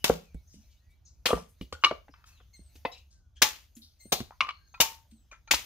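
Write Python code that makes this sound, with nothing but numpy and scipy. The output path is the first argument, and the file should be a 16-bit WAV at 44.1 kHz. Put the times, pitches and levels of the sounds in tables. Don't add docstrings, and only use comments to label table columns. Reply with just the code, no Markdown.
import sys
import numpy as np
from scipy import signal
from scipy.fft import rfft, irfft, next_fast_len
from scipy.io import wavfile
from scipy.ndimage import uniform_filter1d, map_coordinates

SR = 44100
rng = np.random.default_rng(int(sys.argv[2]) if len(sys.argv) > 2 else 0)


def attenuation_scalar(level_db):
    decades = np.asarray(level_db, float) / 20
    return 10 ** decades


def to_wav(sig):
    pcm = np.clip(np.atleast_2d(sig), -1, 1) * 32767
    pcm = np.round(pcm).astype(np.int16)
    wavfile.write(sys.argv[1], SR, pcm.T)


N = 249253

# [f/Hz, likeness/0..1]
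LIKENESS = [(40, 0.93), (150, 0.88), (500, 0.9), (1500, 0.6), (5000, 0.6), (15000, 0.14)]
# [f/Hz, t60/s]
YARD_FADE = [(100, .2), (500, .25), (3000, .26), (8000, .24), (15000, .23)]
# [f/Hz, left minus right/dB]
LEFT_TILT = [(150, -2), (400, 0), (1000, 2), (3000, 3.5), (8000, 4), (15000, 2.5)]

# [f/Hz, level/dB]
TOWN_COLOUR = [(12, -42), (20, -19.5), (48, 1.5), (75, 3.5), (93, -5), (146, -15.5), (225, -24.5),
               (498, -37), (1500, -40), (1950, -76.5), (3300, -120)]
# [f/Hz, level/dB]
LEAF_COLOUR = [(350, -30), (600, 2), (1140, -13), (1310, -7.5), (1550, -5), (4070, -1), (5530, -3.5),
               (6410, 2.5), (7950, -20), (9000, -20), (11700, -43.5), (19800, -120)]
# [f/Hz, level/dB]
SLEEVE_COLOUR = [(4120, -39.5), (7000, -19.5), (8380, -16), (9460, -9.5), (14900, -2), (16500, -28.5)]
# [t/s, level/dB]
MOVEMENT = [(0.0, -69), (0.14, -77.5), (0.63, -72.5), (1.01, -81.5), (1.87, -71.5), (2.05, -76),
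            (2.63, -76), (2.77, -69), (3.19, -83.5), (3.38, -85.5), (3.62, -71.5), (3.81, -79.5),
            (4.23, -72.5), (4.55, -77.5), (5.02, -75), (5.32, -79), (5.54, -79), (5.65, -57.5)]

# [start t/s, end t/s, first f/Hz, last f/Hz, level/dB]
SONG_NOTES = [(0, .05, 2980, 2880, -64), (5.13, 5.21, 4600, 3500, -83), (.2, .34, 2720, 2170, -74),
              (.34, .42, 2280, 2170, -77), (.53, 0.61, 2890, 2830, -79), (.7, .785, 3000, 2915, -77),
              (.68, .78, 2360, 2200, -81), (.8, .97, 1860, 2100, -83), (.89, 0.97, 2280, 2300, -72),
              (2.315, 2.45, 4450, 2650, -72), (2.917, 2.948, 3850, 4000, -51),
              (2.66, 2.75, 4625, 3500, -79.5), (3.11, 3.303, 1600, 1397, -83)]
# [t/s, level/dB]
RISING_WHISTLES = [
    (.36, -80),
    (.615, -82),
    (.76, -80),
    (.905, -82),
]
# [start t/s, end t/s, first f/Hz, last f/Hz, level/dB]
HIGH_WHISTLES = [
    (2.555, 2.62, 8300, 8750, -68),
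    (2.605, 2.71, 8780, 7600, -70),
    (4.005, 4.075, 8350, 8610, -62.5),
    (4.06, 4.125, 8800, 8500, -62),
    (5.075, 5.25, 8600, 7450, -75),
]
# [start t/s, end t/s, first f/Hz, last f/Hz, level/dB]
HARSH_CHIRPS = [
    (.473, .49, 6400, 6100, -63.5),
    (1.05, 1.075, 6400, 6140, -60.5),
    (1.07, 1.108, 6852, 4966, -69),
    (1.07, 1.1, 4850, 3870, -77),
    (3.36, 3.395, 3264, 3125, -61),
    (3.365, 3.395, 6587, 5230, -68.5),
    (3.365, 3.41, 1653, 1580, -74),
]
# [start t/s, end t/s, first f/Hz, last f/Hz, level/dB]
NASAL_CALLS = [
    (2.532, 2.575, 2135, 1960, -66),
    (2.585, 2.62, 2150, 2110, -80),
    (4.0, 4.04, 2109, 2028, -66),
    (4.045, 4.075, 2113, 2040, -74.5),
]
NASAL_OVERTONES = [0, 6, 4, -16, -20, -14, -10]

# [t/s, peak level/dB, treble level/dB, fade t60/s, bass level/dB]
CHOP_HITS = [
    (0.0432, -7, -19, 0.021, -13),
    (1.2572, -13, -25, 0.045, -18),
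    (3.4196, -5, -20, 0.044, -20),
    (4.122, -10.5, -15, 0.044, -6),
    (4.8035, -6.5, -16, 0.04, -19),
    (5.5105, -9.5, -21, 0.037, -20),
]
# [level/dB, t60/s]
CHOP_TAILS = [
    (-14, .3),
    (-12, .32),
    (-15, .32),
    (-15, .25),
    (-15, .28),
    (-11, .32),
]
# [length/s, first f/Hz, last f/Hz, opening resonance level/dB]
SPLITS = [
    (.004, 2300, 2600, -6),
    (.012, 1500, 3200, -2),
    (.012, 1300, 2100, -7),
    (.01, 4000, 3500, -4),
    (.012, 3100, 2350, -7),
    (.011, 1300, 3200, -1),
]
# [t/s, f/Hz, level/dB]
EDGE_BITES = [
    (.0428, 900, -20),
    (1.2555, 900, -24),
    (3.4175, 600, -20),
    (4.1208, 750, -16),
    (4.8017, 800, -9),
    (5.5088, 1100, -17),
    (5.5372, 950, -10),
]
# [t/s, level/dB]
FIBRE_SNAPS = [(.0438, -9), (.0458, -11), (.0486, -17), (.0512, -15), (.0536, -19), (.062, -24),
               (1.2594, -16), (1.2619, -14), (1.2673, -14), (1.2698, -18), (3.4199, -8), (3.4233, -8),
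               (3.4254, -10), (3.428, -10), (3.43, -10), (3.4338, -12), (3.4408, -17), (4.1266, -15),
               (4.1281, -15), (4.1304, -14), (4.1359, -20), (4.1408, -21), (4.8053, -12), (4.8083, -7),
               (4.8117, -12), (4.8138, -12), (4.8162, -15), (4.8207, -17), (4.829, -21), (5.5113, -13),
               (5.5133, -10), (5.5167, -12), (5.5198, -14), (5.526, -18)]
# [f/Hz, level/dB]
FIBRE_COLOUR = [(88, -38), (150, -10), (972, -7.5), (1590, -14), (2500, -9), (3850, -9), (6900, -5.5),
                (7700, -11.5), (10500, -10), (14700, -2.5), (15600, -12), (16500, -45)]

# [t/s, peak level/dB, f/Hz, ground shake level/dB]
BLOWS = [(0.095, -5.5, 484, -23.5), (0.344, -37, 163.4, 5), (0.539, -52, 170, -6),
         (1.254, -22.5, 512.5, -27.5), (1.3275, -9, 468, -19), (1.609, -31.5, 183, -5),
         (1.723, -29.5, 503, -10), (1.9085, -16.5, 600, -36), (1.918, -28, 420, -20),
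         (2.089, -47.5, 286, -14), (2.403, -55, 462, -14), (2.59, -49.5, 183.4, -0.5),
         (2.753, -51, 279.8, -6), (2.849, -19, 506, -28), (3.416, -32.5, 551, -11),
         (4.053, -43.5, 210, -12), (4.121, -34, 534, -10), (4.202, -25, 231, -21.5),
         (4.801, -20, 541.4, -19.5), (5.319, -48, 598, -10), (5.534, -26.5, 535, -9)]
# [t/s, f/Hz, level/dB, t60/s]
BOARD_RINGS = [(1.312, 1179, -27, 0.2), (1.87, 3900, -38, .12), (1.82, 2870, -48, .08),
               (2.139, 2610, -70, .6), (2.86, 2030, -38, 0.13), (2.86, 700, -40, .17),
               (2.853, 3500, -42, .08), (2.853, 2600, -40, .09), (2.888, 750, -45, .15),
               (1.316, 2800, -37, .12), (1.302, 3400, -34, .06), (1.612, 2900, -54, .16),
               (4.742, 1600, -52, .06), (3.44, 1900, -42, .3), (4.317, 990, -54, .1),
               (1.73, 1448, -41, 0.17), (1.857, 1179, -22, 0.16), (1.8439, 2864, -16, 0.09),
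               (1.8478, 2285, -14, 0.044), (3.438, 861, -26, 0.17), (3.438, 1141, -36.5, 0.17),
               (4.416, 1179, -27, 0.2), (4.418, 1055, -32, .15), (4.414, 2400, -28, .08),
               (4.414, 2960, -33, .1), (4.49, 2250, -33, .06), (4.49, 2900, -37, .08),
               (5.313, 2400, -48, .15), (5.325, 1350, -52, .12), (5.48, 1370, -50, .15),
               (5.477, 2400, -55, .12), (4.745, 1350, -48, .15), (4.165, 760, -40, .15),
               (4.469, 1180, -31, .11), (4.744, 2485, -41, 0.07), (4.82, 904, -33, 0.35),
               (4.81, 1114, -38, 0.29), (4.811, 2400, -31, 0.18)]
# [t/s, f/Hz, level/dB, t60/s]
CHAIR_HUMS = [
    (.11, 166.4, -33.5, 0.29),
    (0.55, 208, -48, .2),
    (1.34, 170, -32, 0.256),
    (3.766, 227.3, -45, 0.19),
    (5.121, 222.3, -46, 0.18),
]

# [t/s, t60/s,
# level/dB, centre f/Hz, width/octaves]
SOFT_BRUSHES = [(.483, 0.74, -62, 5800, .3), (.7, 0.22, -66, 4500, .8), (0.895, 0.12, -65, 6930, 1.9),
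                (1.05, 0.34, -60, 6000, 0.3), (1.805, 0.15, -57.5, 6400, 0.31),
                (2.25, 0.35, -58, 4800, 1.1), (2.255, .5, -66, 1300, .8), (2.91, 0.29, -53, 3300, .9),
                (3.1, .3, -62, 5480, .6), (3.35, 0.2, -61, 3880, 1.1), (3.81, 0.35, -55, 4400, 0.45),
                (3.985, 0.3, -62, 6500, 0.3), (2.27, .5, -66, 2600, .06), (1.48, .2, -62, 10000, .8),
                (2.1, .4, -68, 5100, .12), (2.26, .2, -60, 6300, .3), (2.36, .3, -66, 3000, .4),
                (1.05, .2, -62, 4500, .3), (4.73, 0.15, -66, 4970, 2.13), (4.5, .9, -64, 4300, .06),
                (4.66, .9, -72, 6400, .03), (4.58, .6, -72, 1600, .08), (2.74, .25, -62, 13000, .5),
                (2.845, .6, -65, 12500, .6), (3.745, .4, -57, 12000, .6), (3.995, .5, -65, 13500, .4),
                (2.255, .4, -66, 13000, .4), (4.125, .25, -34, 4100, .3), (1.262, .3, -38, 9000, .5),
                (3.425, .2, -34, 6600, .1)]
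# [t/s, t60/s, level/dB, centre f/Hz,
# width/octaves]
BARK_GRATES = [(1.61, 0.16, -53, 3500, .8), (1.724, 0.08, -39, 3500, 1.1), (1.845, 0.065, -27, 4500, 0.53),
               (2.136, 0.54, -65, 1298, 0.85), (2.753, 0.09, -54, 3500, 1.4), (2.85, 0.11, -45, 3260, 0.64),
               (2.915, 0.15, -51, 5200, 0.15), (2.922, .08, -58, 7000, .12), (2.945, .25, -56, 2700, .2),
               (1.289, .05, -28, 500, .6), (1.303, .06, -26, 550, .6), (1.372, .07, -37, 700, 1),
               (1.378, .15, -53, 5500, .25), (3.817, .1, -53, 4000, .2), (1.724, .03, -40, 7000, .15),
               (5.313, .09, -53, 6400, .1), (5.322, .12, -48, 1500, .9), (4.725, .1, -62, 6400, .05),
               (4.742, .15, -58, 4200, .2), (2.976, 0.07, -55, 4530, 0.7), (3.765, 0.1, -55, 4500, 1.5),
               (3.75, .15, -57, 6700, .15), (4.201, 0.03, -31, 1800, 1.7), (4.408, 0.035, -24, 2200, 0.45),
               (4.488, 0.05, -39, 2400, 0.6), (5.311, 0.156, -60, 4000, 0.744), (5.11, .09, -60, 4000, 1.3),
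               (.533, .2, -61, 4500, 1.2), (5.474, .04, -51, 6300, .1), (5.474, .08, -58, 4300, .15),
               (1.84, .15, -40, 400, .8), (1.82, .08, -52, 1200, .4), (2.4, .06, -57, 1100, 1),
               (2.08, .05, -56, 1600, .8), (1.611, .15, -60, 10000, .8), (1.724, .06, -55, 10000, .6),
               (4.317, .12, -55, 1100, .5), (4.41, .15, -50, 5500, .3), (2.533, .05, -62, 6500, .3),
               (.342, .06, -62, 8000, 1.2), (4.803, .12, -20, 5800, .4), (1.846, .05, -41, 11960, .5),
               (5.54, 0.05, -18, 5000, .9)]
# [t/s, peak level/dB, lowest f/Hz, t60/s, hardness/dB]
STICK_HITS = [(0.344, -57, 817, 0.025, -2), (1.289, -27, 1183, 0.08, -14), (1.303, -27, 1300, 0.04, -5),
              (1.378, -41, 1180, 0.06, -16), (1.611, -43, 1180, 0.023, 4), (1.725, -32, 1158, 0.04, -11.5),
              (1.8375, -12, 1100, 0.055, -7), (1.845, -10, 1150, 0.04, -2.5),
              (1.858, -24, 1200, 0.084, -12), (1.911, -23, 1150, 0.02, -10), (2.082, -48, 815, 0.05, -12),
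              (2.139, -43, 1220, 0.03, -14), (2.241, -48, 1284, 0.035, -10.5),
              (2.8505, -19, 900, 0.03, -14), (2.853, -23, 1020, .04, -10), (4.308, -30, 901, 0.016, -28.5),
              (4.406, -11, 1141, 0.025, -7), (4.4115, -12, 1150, 0.018, -6), (4.469, -31, 1127, 0.03, -11),
              (4.489, -24.5, 1130, 0.05, -9), (4.5, -33, 1084, 0.04, -16), (4.507, -33, 1150, .04, -8),
              (4.741, -45, 998, 0.08, -12), (4.776, -51, 1040, 0.062, -14), (5.313, -50, 1150, .1, -12),
              (5.4755, -46, 900, .04, -5), (5.538, -21, 886, 0.025, -6), (5.542, -24, 1300, .03, -2)]
BENDING_RATIOS = (1.97, 2.5, 3.45)


def unit(x):
    return x / np.sqrt(np.mean(x ** 2) + 1e-20)


def noise(n):
    return rng.standard_normal(n)


def smooth_noise(n, size):
    return uniform_filter1d(noise(n), size=size)


def along(points, hz):
    f, v = np.transpose(points)
    return np.interp(np.log(hz + 1), np.log(f + 1), v)


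def filtered(x, response):
    n = x.shape[-1]
    m = next_fast_len(n + 4096)
    return irfft(rfft(x, m) * response(np.fft.rfftfreq(m, 1 / SR)), m)[..., :n]


def fade(t, t60):
    return attenuation_scalar(-60 * t / t60)


def rise(t, attack):
    return 1 - np.exp(-t / attack)


def ring(t, hz, t60, attack):
    return np.sin(2 * np.pi * hz * t) * fade(t, t60) * rise(t, attack)


def band(t, hz, octaves):
    return unit(filtered(noise(len(t)), lambda f: np.exp(-(np.log2(f / hz + 1e-9) / octaves) ** 2)))


def wobble(rate):
    knots = noise(int(N * rate / SR) + 4)
    return map_coordinates(knots, [np.arange(N) * rate / SR])


def yard(x):
    hz, t = np.fft.rfftfreq(256, 1 / SR), np.arange(96) * 128 / SR
    z = noise((2, len(hz), 2 * len(t))).view(complex)
    tail = signal.istft(z * fade(t, along(YARD_FADE, hz)[:, None]), SR, nperseg=256)[1]
    tail *= rise(np.arange(tail.shape[1]) / SR, 0.0052) / np.linalg.norm(tail[0])
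    delay = rng.integers(40, 700, (2, 8))
    tail[[[0], [1]], delay] += attenuation_scalar(-delay / 60) * rng.uniform(-1, 1, (2, 8))
    bass_cut = lambda f: f * f / (f * f + 300 ** 2)
    m = next_fast_len(x.shape[1] + tail.shape[1])
    return irfft(rfft(x, m) * rfft(tail, m) * bass_cut(np.fft.rfftfreq(m, 1 / SR)), m)


def add(out, s, x, wet_db, lag=None):
    x = np.broadcast_to(x, (2, x.shape[-1]))
    both = attenuation_scalar(wet_db) * yard(x)
    if lag is None:
        lag = rng.integers(1, 6)
    both[0, lag:][:x.shape[1]] += x[0]
    both[1, :x.shape[1]] += x[1]
    out[:, round(s * SR):][:, :both.shape[1]] += both


def rush(colour, patchy_db):
    z = signal.stft(noise((2, N)), nperseg=512)[2]
    patches = uniform_filter1d(smooth_noise_rows(z.shape[1:]), size=10, axis=1)
    pair = signal.istft(z * attenuation_scalar(patchy_db * unit(patches)), nperseg=512)[1][:, :N]
    turn = lambda hz: np.arccos(np.clip(along(LIKENESS, hz), -1, 1)) / 2
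    mid, side = filtered(pair, lambda hz: attenuation_scalar(along(colour, hz)) * [np.cos(turn(hz)), np.sin(turn(hz))])
    return unit(np.array([mid + side, mid - side]))


def smooth_noise_rows(shape):
    return uniform_filter1d(noise(shape), size=6, axis=0)


def air():
    s, db = np.transpose(MOVEMENT)
    stir_db = np.interp(np.arange(N) / SR, s, db)
    hum = attenuation_scalar(-60 + 0.8 * wobble(3.2)) * rush(TOWN_COLOUR, patchy_db=1.2)
    leaves = attenuation_scalar(stir_db - 1.2) * rush(LEAF_COLOUR, patchy_db=3)
    sleeve_db = -82 + 1.5 * (stir_db - stir_db.mean())
    sleeves = attenuation_scalar(sleeve_db) * rush(SLEEVE_COLOUR, patchy_db=2.5)
    return hum + leaves + sleeves + attenuation_scalar(-95.5) * noise((2, N))


def call(out, rows, rough, overtones, bend=1.4):
    for start, end, hz0, hz1, db in rows:
        u = np.linspace(0, 1, max(round((end - start) * SR), 128))
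        tremble, flutter = smooth_noise((2, len(u)), 120)
        hz = (hz0 + (hz1 - hz0) * u ** bend) * (1 + 3 * rough * tremble)
        phase = 2 * np.pi * np.cumsum(hz) / SR
        tone = sum(attenuation_scalar(g) * np.sin((k + 1) * phase) for k, g in enumerate(overtones))
        swell = np.sin(np.pi * u ** .75) ** .7
        add(out, start, attenuation_scalar(db + 2 + 25 * flutter) * swell * tone, wet_db=-5, lag=0)


def birds(out):
    risers = [(s, s + .065, 3550, 4600, db) for s, db in RISING_WHISTLES]
    call(out, SONG_NOTES + risers, rough=.02, overtones=[0])
    call(out, HIGH_WHISTLES, rough=.008, overtones=[0, -16])
    call(out, HARSH_CHIRPS, rough=.2, overtones=[0])
    call(out, NASAL_CALLS, rough=.015, overtones=NASAL_OVERTONES, bend=3)


def bites(out, t):
    for s, hz, db in EDGE_BITES:
        add(out, s, attenuation_scalar(db + 4) * ring(t, hz, 4 / hz, .0006), wet_db=-12, lag=3)


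def crackle(t, treble_db, bass_db):
    snaps = noise((3, len(t))) * attenuation_scalar(1.8 * rng.exponential(size=len(t)))
    bunches = attenuation_scalar(9 * smooth_noise(len(t), 40))
    high = lambda hz: (treble_db + 5.5) * np.clip(np.log2(hz / 3000 + 1e-9) / 2, 0, 1)
    low = lambda hz: (bass_db + 13) * np.clip(np.log2(1500 / (hz + 1)), 0, 1)
    grain = filtered(snaps * bunches, lambda hz: attenuation_scalar(along(FIBRE_COLOUR, hz) + high(hz) + low(hz)))
    own = filtered(grain[1:], lambda hz: 1.6 * hz / (hz + 1100))
    return unit(grain[0] + own)


def single_snaps(now):
    return sum(attenuation_scalar(db - 6.5 - 60 * np.abs(now - s) / .005) * (now > s)
               for s, db in FIBRE_SNAPS if now[0] < s < now[-1])


def chops(out, t):
    for hit, (wash_db, wash_t60), (tear_s, hz0, hz1, split_db) in zip(CHOP_HITS, CHOP_TAILS, SPLITS):
        s, db, treble_db, t60, bass_db = hit
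        now = t + s - .0015
        clumps = attenuation_scalar(32 * smooth_noise(len(t), 160))
        down = np.minimum(t / tear_s, 1)
        run = rise(t, 0.0011) ** 2 * attenuation_scalar(-4 * down - 60 * np.maximum(t - tear_s, 0) / t60)
        sweep = np.sin(2 * np.pi * np.cumsum(hz0 + (hz1 - hz0) * down) / SR)
        split = attenuation_scalar(split_db) * run * clumps * sweep
        wash = attenuation_scalar(wash_db + 3) * fade(t, wash_t60) * rise(t, .005) * clumps
        strength = attenuation_scalar(db - 10) * (run + wash) + single_snaps(now)
        tearing = strength * crackle(t, treble_db, bass_db)
        add(out, now[0], tearing + attenuation_scalar(db - 10) * split, wet_db=-10)


def thuds(out, t):
    build = rise(t ** 2, .0011 ** 2)
    for s, db, hz, shake_db in BLOWS:
        t60 = 11 / hz
        top = ring(t, hz, t60, 0.00037)
        top += 0.34 * ring(t, 1.4 * hz, 0.83 * t60, 0.00033)
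        top += 0.55 * ring(t, .55 * hz, 1.2 * t60, 0.0031)
        dust = .15 * band(t, 1.5 * hz, 1) * fade(t, 1.5 * t60)
        ground = attenuation_scalar(shake_db) * ring(t, rng.uniform(45, 80), .16, .008)
        add(out, s + 0.0025, attenuation_scalar(db + 4) * build * (top + dust + ground), wet_db=-8, lag=2)


def chair(out, t):
    for s, hz, db, t60 in CHAIR_HUMS:
        creak = .45 * band(t, 1.15 * hz, .3) * fade(t, t60) * rise(t, .006)
        add(out, s, attenuation_scalar(db) * (ring(t, hz, t60, .006) + creak), wet_db=-20)


def scuffs(out, t):
    for rows, rise_s in ((SOFT_BRUSHES, .014), (BARK_GRATES, .0025)):
        for s, t60, db, hz, octaves in rows:
            grain = attenuation_scalar(17 * smooth_noise(len(t), 60))
            swell = fade(t, t60) * rise(t ** 2, rise_s ** 2)
            add(out, s, attenuation_scalar(db) * swell * grain * band(t, hz, octaves), wet_db=-10)


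def sticks(out, t):
    for s, db, hz, t60, hard_db in STICK_HITS:
        rattle = lambda share: fade(t, share * t60) * rise(t, 0.00058)
        upper_hz = hz * np.multiply(BENDING_RATIOS, 1 + 0.02 * noise(3))
        body = ring(t, hz, t60, 0.0008) + 0.98 * band(t, hz, 0.45) * rattle(0.47)
        upper = 1.1 * band(t, upper_hz[1], 0.8) * rattle(0.63)
        for f, share in zip(upper_hz, (1.2, 1.2, .2)):
            upper += share * ring(t, f, 0.85 * t60, 0.00059)
        click = .07 * band(t, 5000, .8) * rattle(.4)
        add(out, s, attenuation_scalar(db - 3) * (body + attenuation_scalar(hard_db + 3) * (upper + click)), wet_db=-13)


def board(out, t):
    for s, hz, db, t60 in BOARD_RINGS:
        warble_db = 3.5 * unit(smooth_noise(len(t), 170))
        add(out, s, attenuation_scalar(db + warble_db) * ring(t, hz, t60, 0.0025), wet_db=-16)


def ports(both):
    sides = np.array([[.5], [-.5]])
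    turn = lambda hz: np.exp(-1j * .35 / (1 + (hz / 250) ** 2) * sides)
    return filtered(both, lambda hz: attenuation_scalar(along(LEFT_TILT, hz) * sides) * turn(hz))


def scene():
    out, t = np.zeros((2, N + SR)), np.arange(SR // 4) / SR
    birds(out)
    for source in (bites, chops, thuds, chair, scuffs, sticks, board):
        source(out, t)
    return ports(out)[:, :N] + air()


def band_limit(x):
    return signal.sosfilt(signal.butter(12, 16790, fs=SR, output="sos"), x)


def record(dry):
    held = dry / (1 + np.abs(dry / .9) ** 4) ** (1 / 4)
    shelf = lambda hz: attenuation_scalar(-18 * np.clip((hz - 15750) / 150 + .5, 0, 1))
    mix = filtered(held, lambda hz: (hz < 16800) * shelf(hz))
    return band_limit(mix)


dry = scene()
out = record(dry)
to_wav(out)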